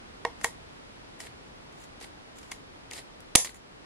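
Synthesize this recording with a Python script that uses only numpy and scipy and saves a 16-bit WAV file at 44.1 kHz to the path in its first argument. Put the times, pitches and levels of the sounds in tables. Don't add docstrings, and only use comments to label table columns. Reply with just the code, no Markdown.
import sys
import numpy as np
from scipy import signal
from scipy.fft import rfft, irfft, next_fast_len
from scipy.io import wavfile

SR = 44100
rng = np.random.default_rng(int(sys.argv[2]) if len(sys.argv) > 2 else 0)


def bounce(signal):
    frames = np.transpose(np.atleast_2d(signal))
    limited = np.clip(frames, -1, 1)
    pcm = np.round(limited * 32767).astype(np.int16)
    wavfile.write(sys.argv[1], SR, pcm)


N = 169785
T = np.arange(SR // 10) / SR
KNOCK_ATTACK_S, TICK_ATTACK_S = 0.00044, 0.00023
WALL_COUNT = 3

# f/Hz, correlation/-1..1
NEAR_ALIKE = [(500, 0.92), (2000, 0.41), (5000, 0.24), (10000, 0.067)]


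def amp(db):
    return 10 ** (np.asarray(db) / 20)


def unit(x):
    return x / np.sqrt(np.mean(x ** 2) + 1e-20)


def blow(x, window_s=0.0019):
    return unit(x) * np.sqrt(window_s / T[-1])


def along(points, hz):
    f, value = np.transpose(points)
    return np.interp(np.log(hz + 1), np.log(f + 1), value)


def filtered(x, response):
    n = x.shape[-1]
    padded = next_fast_len(n + 8192)
    hz = np.fft.rfftfreq(padded, 1 / SR)
    return irfft(rfft(x, padded) * response(hz), padded)[..., :n]


def stereo(pair, colour, alike, tilt_db=0):
    def response(hz):
        turn = np.arccos(np.clip(along(alike, hz), -1, 1)) / 2
        slope_db = tilt_db * np.log2(np.maximum(hz, 1000) / 1000)
        return amp(along(colour, hz) + slope_db) * np.array([np.cos(turn), np.sin(turn)])
    mid, side = filtered(pair, response)
    return np.array([mid + side, mid - side])


def lagged(x, lag_s):
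    halves = np.array([[-1], [1]])
    return filtered(x, lambda hz: np.exp(1j * np.pi * hz * lag_s * halves))


def panned(x, pan_db):
    return x * amp(pan_db * np.array([[.5], [-.5]]))


def fade(t60, attack_s):
    return np.exp(-np.log(1000) * T / t60) * (1 - np.exp(-T / attack_s))


def ring(modes, attack_s, scatter_db=2):
    total = 0
    for k, (hz, db, t60) in enumerate(modes):
        gain = (-1) ** k * amp(db + scatter_db * rng.normal())
        phase = .5 * rng.normal()
        total = total + gain * fade(t60, attack_s) * np.sin(2 * np.pi * hz * T + phase)
    return blow(total)


def add(out, s, x):
    part = out[:, round(s * SR):][:, :x.shape[-1]]
    part += x[..., :part.shape[1]]


def ambience():
    # f/Hz, level/dB
    colour = [(15, -41.5), (25, -3.5), (54, -2.5), (191, -6.5), (301, -6), (326, -8.5), (394, -8),
              (543, -11), (1000, -13.5), (4800, -25), (6500, -30), (10300, -33.5), (12000, -45.5),
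              (15000, -61)]
    # f/Hz, side against mid/dB
    width = [(60, -14.5), (130, -3), (290, 1.5), (640, 4.5), (3100, 5.5), (7000, 4.5), (12000, 11)]
    # t/s, level/dB
    course = [(0, -49.5), (3.35, -51), (3.501, -53.5), (3.85, -51)]
    level_db = np.interp(np.arange(N) / SR, *np.transpose(course))
    mid, side = filtered(rng.standard_normal((2, N)), lambda hz: amp(along(colour, hz)))
    side = filtered(side, lambda hz: amp(along(width, hz)))
    return amp(level_db) * unit(np.array([mid + side, mid - side]))


def room(x, count=3):
    # f/Hz, t60/s
    decay_times = [(150, .18), (800, 0.14), (2000, .18), (7000, 0.2), (13000, 0.19)]
    # f/Hz, level/dB
    colour = [(100, -15.5), (300, -13), (600, -7), (900, -9), (1450, -16), (2200, -15), (3600, -7.5),
              (7000, -9.5), (10500, -4.5), (14000, -9.5)]
    # f/Hz, correlation/-1..1
    alike = [(500, 0.87), (2000, 0.7), (4000, -0.4), (7000, -0.48), (11000, -0.6)]
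    delay_s, build_s = 0.0063, 0.00067
    out = np.zeros((2, N))
    for part in np.array_split(np.arange(N), count):
        hz, t, bins = signal.stft(rng.standard_normal((2, SR // 2)), SR, nperseg=256)
        decay = np.exp(-np.log(1000) * t / along(decay_times, hz)[:, None])
        decay = decay * (1 - np.exp(-t / build_s))
        tail = signal.istft(bins * decay, SR)[1]
        tail = stereo(tail / np.linalg.norm(tail[0]), colour, alike)
        add(out, part[0] / SR + delay_s, signal.fftconvolve(x[:1, part], tail, axes=1))
    return out


def flicks():
    # t/s, level/dB
    events = [(1.2675, -42), (2.0425, -42.5), (2.978, -50), (2.99, -43), (3.472, -39), (3.492, -43)]
    # f/Hz, level/dB
    colour = [(100, -15), (900, -6), (1500, -13), (2100, 4.5), (2700, -7.5), (3400, -7), (4200, -2),
              (5500, -23), (15000, -34)]
    out = np.zeros((2, N))
    for s, db in events:
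        noise = stereo(rng.standard_normal((2, len(T))), colour, NEAR_ALIKE)
        add(out, s, amp(db) * blow(noise * fade(.022, KNOCK_ATTACK_S)))
    return out


def handles():
    # t/s, level/dB, hollow modes/dB, toneless thud/dB, left minus right/dB
    knocks = [(0.2506, -18, 4, -15, -2.5), (.4122, -42, 1, -1, 0), (0.4439, -17.5, -4, -7.5, -0.5),
              (1.2023, -41, -6, -8, -2), (2.014, -47, -6, -3, 0), (2.5152, -40.5, -3.5, -2, 0),
              (2.519, -36, -21, -18, -1), (2.9183, -38, -10, -6, 0), (3.3525, -20.5, -8, -6.5, -2.5),
              (3.356, -12, -2.5, -17.5, -1), (3.447, -37, -12, -5, -2)]
    # f/Hz, level/dB, t60/s
    hollow_modes = [(472, -11, 0.06), (658, -6, 0.026), (803, -4, 0.022), (948, 2, 0.023), (1037, 3, 0.014)]
    # f/Hz, level/dB, t60/s
    handle_modes = [(1874, 0.5, 0.021), (2119, 1, 0.021), (2170, -1, 0.023), (2710, -14, 0.015)]
    # f/Hz, level/dB
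    thud_colour = [(60, -23.5), (170, -18), (300, -7), (1200, 3.5), (1500, -1.5), (2200, -5), (4000, -20),
                   (12000, -43.5)]
    out = np.zeros((2, N))
    for s, db, hollow_db, thud_db, pan_db in knocks:
        noise = filtered(rng.standard_normal(len(T)), lambda hz: amp(along(thud_colour, hz)))
        thud = blow(noise * fade(.016, KNOCK_ATTACK_S))
        knock = ring(handle_modes, KNOCK_ATTACK_S)
        knock = knock + amp(hollow_db) * ring(hollow_modes, KNOCK_ATTACK_S)
        knock = blow(knock + amp(thud_db) * thud)
        add(out, s, amp(db) * panned(lagged(knock, lag_s=4e-5), pan_db))
    return out


def strokes(rows, colour, snaps_per_s, spread_db=1):
    attack_s, release_s = 0.0024, 0.025
    clump_db, clumps_per_s = 3, 450
    t = np.arange(N) / SR
    effort = np.zeros(N)
    for s, length, db, swell_db in rows:
        rise = np.clip((t - s) / attack_s, 0, 1)
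        fall = np.clip(1 - (t - s - length) / release_s, 0, 1)
        progress = np.clip((t - s) / length, 0, 1)
        effort += rise * fall * amp(db + swell_db * (progress - 1.0))
    happens = rng.random(N) < snaps_per_s / SR
    snaps = happens * amp(spread_db * rng.standard_normal(N)) * rng.standard_normal((2, N))
    catch = np.interp(t * clumps_per_s, np.arange(N), rng.standard_normal(N))
    return effort * unit(stereo(snaps * amp(clump_db * catch), colour, NEAR_ALIKE))


def rubbing():
    # start t/s, length/s, level/dB, swell over the stroke/dB
    rubs = [(.385, 0.031, -64, 4), (.432, 0.012, -34, 14), (1.19, 0.013, -51, 8), (1.71, 0.13, -56, 20),
            (2.355, 0.029, -51.5, 13), (2.41, 0.16, -65.5, -2.5), (2.509, 0.0052, -44, 15),
            (2.906, .026, -50, 2), (3.49, 0.0045, -50.5, 3), (3.542, 0.019, -54, 0)]
    # f/Hz, level/dB
    steel_colour = [(100, -35), (500, -18), (2000, 1), (5500, -10), (7000, 7), (8500, -4), (10200, 1.5),
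                    (12500, -8), (15500, -7)]
    return strokes(rubs, steel_colour, snaps_per_s=20000)


def shearing():
    # start t/s, length/s, level/dB, swell over the stroke/dB
    cuts = [(1.205, 0.06, -52.5, -1.5), (2.012, 0.039, -52.5, -6.5), (2.932, 0.059, -44.5, 2.5),
            (3.447, 0.012, -41, -5)]
    # f/Hz, level/dB
    card_colour = [(60, -34), (300, 5), (1400, -2.5), (2000, 5.5), (2700, -1), (4700, 2), (5800, -4.5),
                   (7500, 2.5), (11000, -1), (12500, -7), (15500, -19)]
    return strokes(cuts, card_colour, snaps_per_s=22000)


def blades():
    # t/s, level/dB, t60/s, tilt/dB per octave, ring against crack/dB
    ticks = [(0.2503, -28.5, 0.018, -6, -41), (0.412, -41.5, 0.07, 0.5, -8), (0.4438, -20.5, .017, 2.5, -8),
             (1.2028, -35.5, 0.063, 3.5, -10), (1.725, -56, .02, 2, -8), (1.839, -50, 0.02, -1, -10),
             (2.002, -49, 0.046, 2, -14), (2.011, -44, 0.035, -4, -13), (2.385, -46.5, 0.057, 1, -9),
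             (2.43, -48, 0.044, -2, -9), (2.516, -33, 0.027, -2, -5), (2.517, -35, 0.024, -0.5, -12),
             (2.9114, -36.5, 0.015, -0.5, -21), (2.933, -34.5, .028, 0.5, -10),
             (3.2048, -48, .02, 7.5, -18), (3.3527, -10.5, 0.021, -2.5, -7.5), (3.3562, 1, 0.011, 1.5, 4),
             (3.359, -8, 0.015, 1.5, 1), (3.446, -28, 0.046, 6, -13)]
    # f/Hz, level/dB
    crack_colour = [(100, -21), (500, -7.5), (900, -4.5), (1450, -7.5), (2200, 0.5), (3100, 1.5),
                    (4100, -1.5), (5200, 3), (7000, -1.5), (8400, 1), (11000, -3.5), (12500, -8.5),
                    (15500, -19)]
    mode_hz = [2330, 3310, 4330, 5140, 5630, 6035, 6330, 7060, 7395, 7945, 9305, 9682, 10175, 11000]
    mode_db = [-10, -11.5, -23, -17, -17, -9, 1, -1, -4.5, -5.5, -6, 0, -1.5, -5]
    snap_s, push_db, push_rise_s, push_pan_db = 3.3559, -15.5, 0.00043, -5
    out = np.zeros((2, N))
    modes = [(hz, db, .016) for hz, db in zip(mode_hz, mode_db)]
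    for s, db, t60, tilt_db, ring_db in ticks:
        noise = stereo(rng.standard_normal((2, len(T))), crack_colour, NEAR_ALIKE, tilt_db)
        crack = blow(noise * fade(t60, TICK_ATTACK_S))
        steel = lagged(ring(modes, TICK_ATTACK_S), lag_s=1.7e-5)
        add(out, s, amp(db) * blow(crack + amp(ring_db) * steel))
    u = T / push_rise_s
    push = amp(push_db) * u * np.exp(1 - u)
    add(out, snap_s, panned(push, push_pan_db))
    return out


def scissors():
    return handles() + blades() + flicks() + shearing() + rubbing()


def scene():
    table_delay_s, table_db = .0026, -14
    direct = scissors()
    to_walls = [scissors() for _ in range(WALL_COUNT)]
    tails = sum(room(x) for x in to_walls) / np.sqrt(WALL_COUNT)
    out = direct + tails + ambience()
    add(out, table_delay_s, amp(table_db) * direct)
    return out


def limiter(x):
    limit_db, attack_s, release_db_per_s = 0.5, 0.0011, 167
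    peak_db = 20 * np.log10(np.abs(x).max(axis=0) + 1e-9)
    over_db = np.maximum(peak_db - limit_db, 0)
    recovery_db = release_db_per_s * np.arange(N) / SR
    cut_db = np.maximum.accumulate(over_db + recovery_db) - recovery_db
    keep = np.exp(-1 / (attack_s * SR))
    return x * amp(-signal.lfilter([1 - keep], [1, -keep], cut_db))


def record(dry):
    # f/Hz, level/dB
    microphone = [(5500, 2), (11300, -2), (12300, -5), (15000, -9)]
    clip_db, top_hz = -1, 15800
    held = limiter(filtered(dry, lambda hz: amp(along(microphone, hz))))
    clipped = np.clip(held, -amp(clip_db), amp(clip_db))
    return filtered(clipped, lambda hz: 1 / (1 + (hz / top_hz) ** 100))


dry = scene()
out = record(dry)
bounce(out)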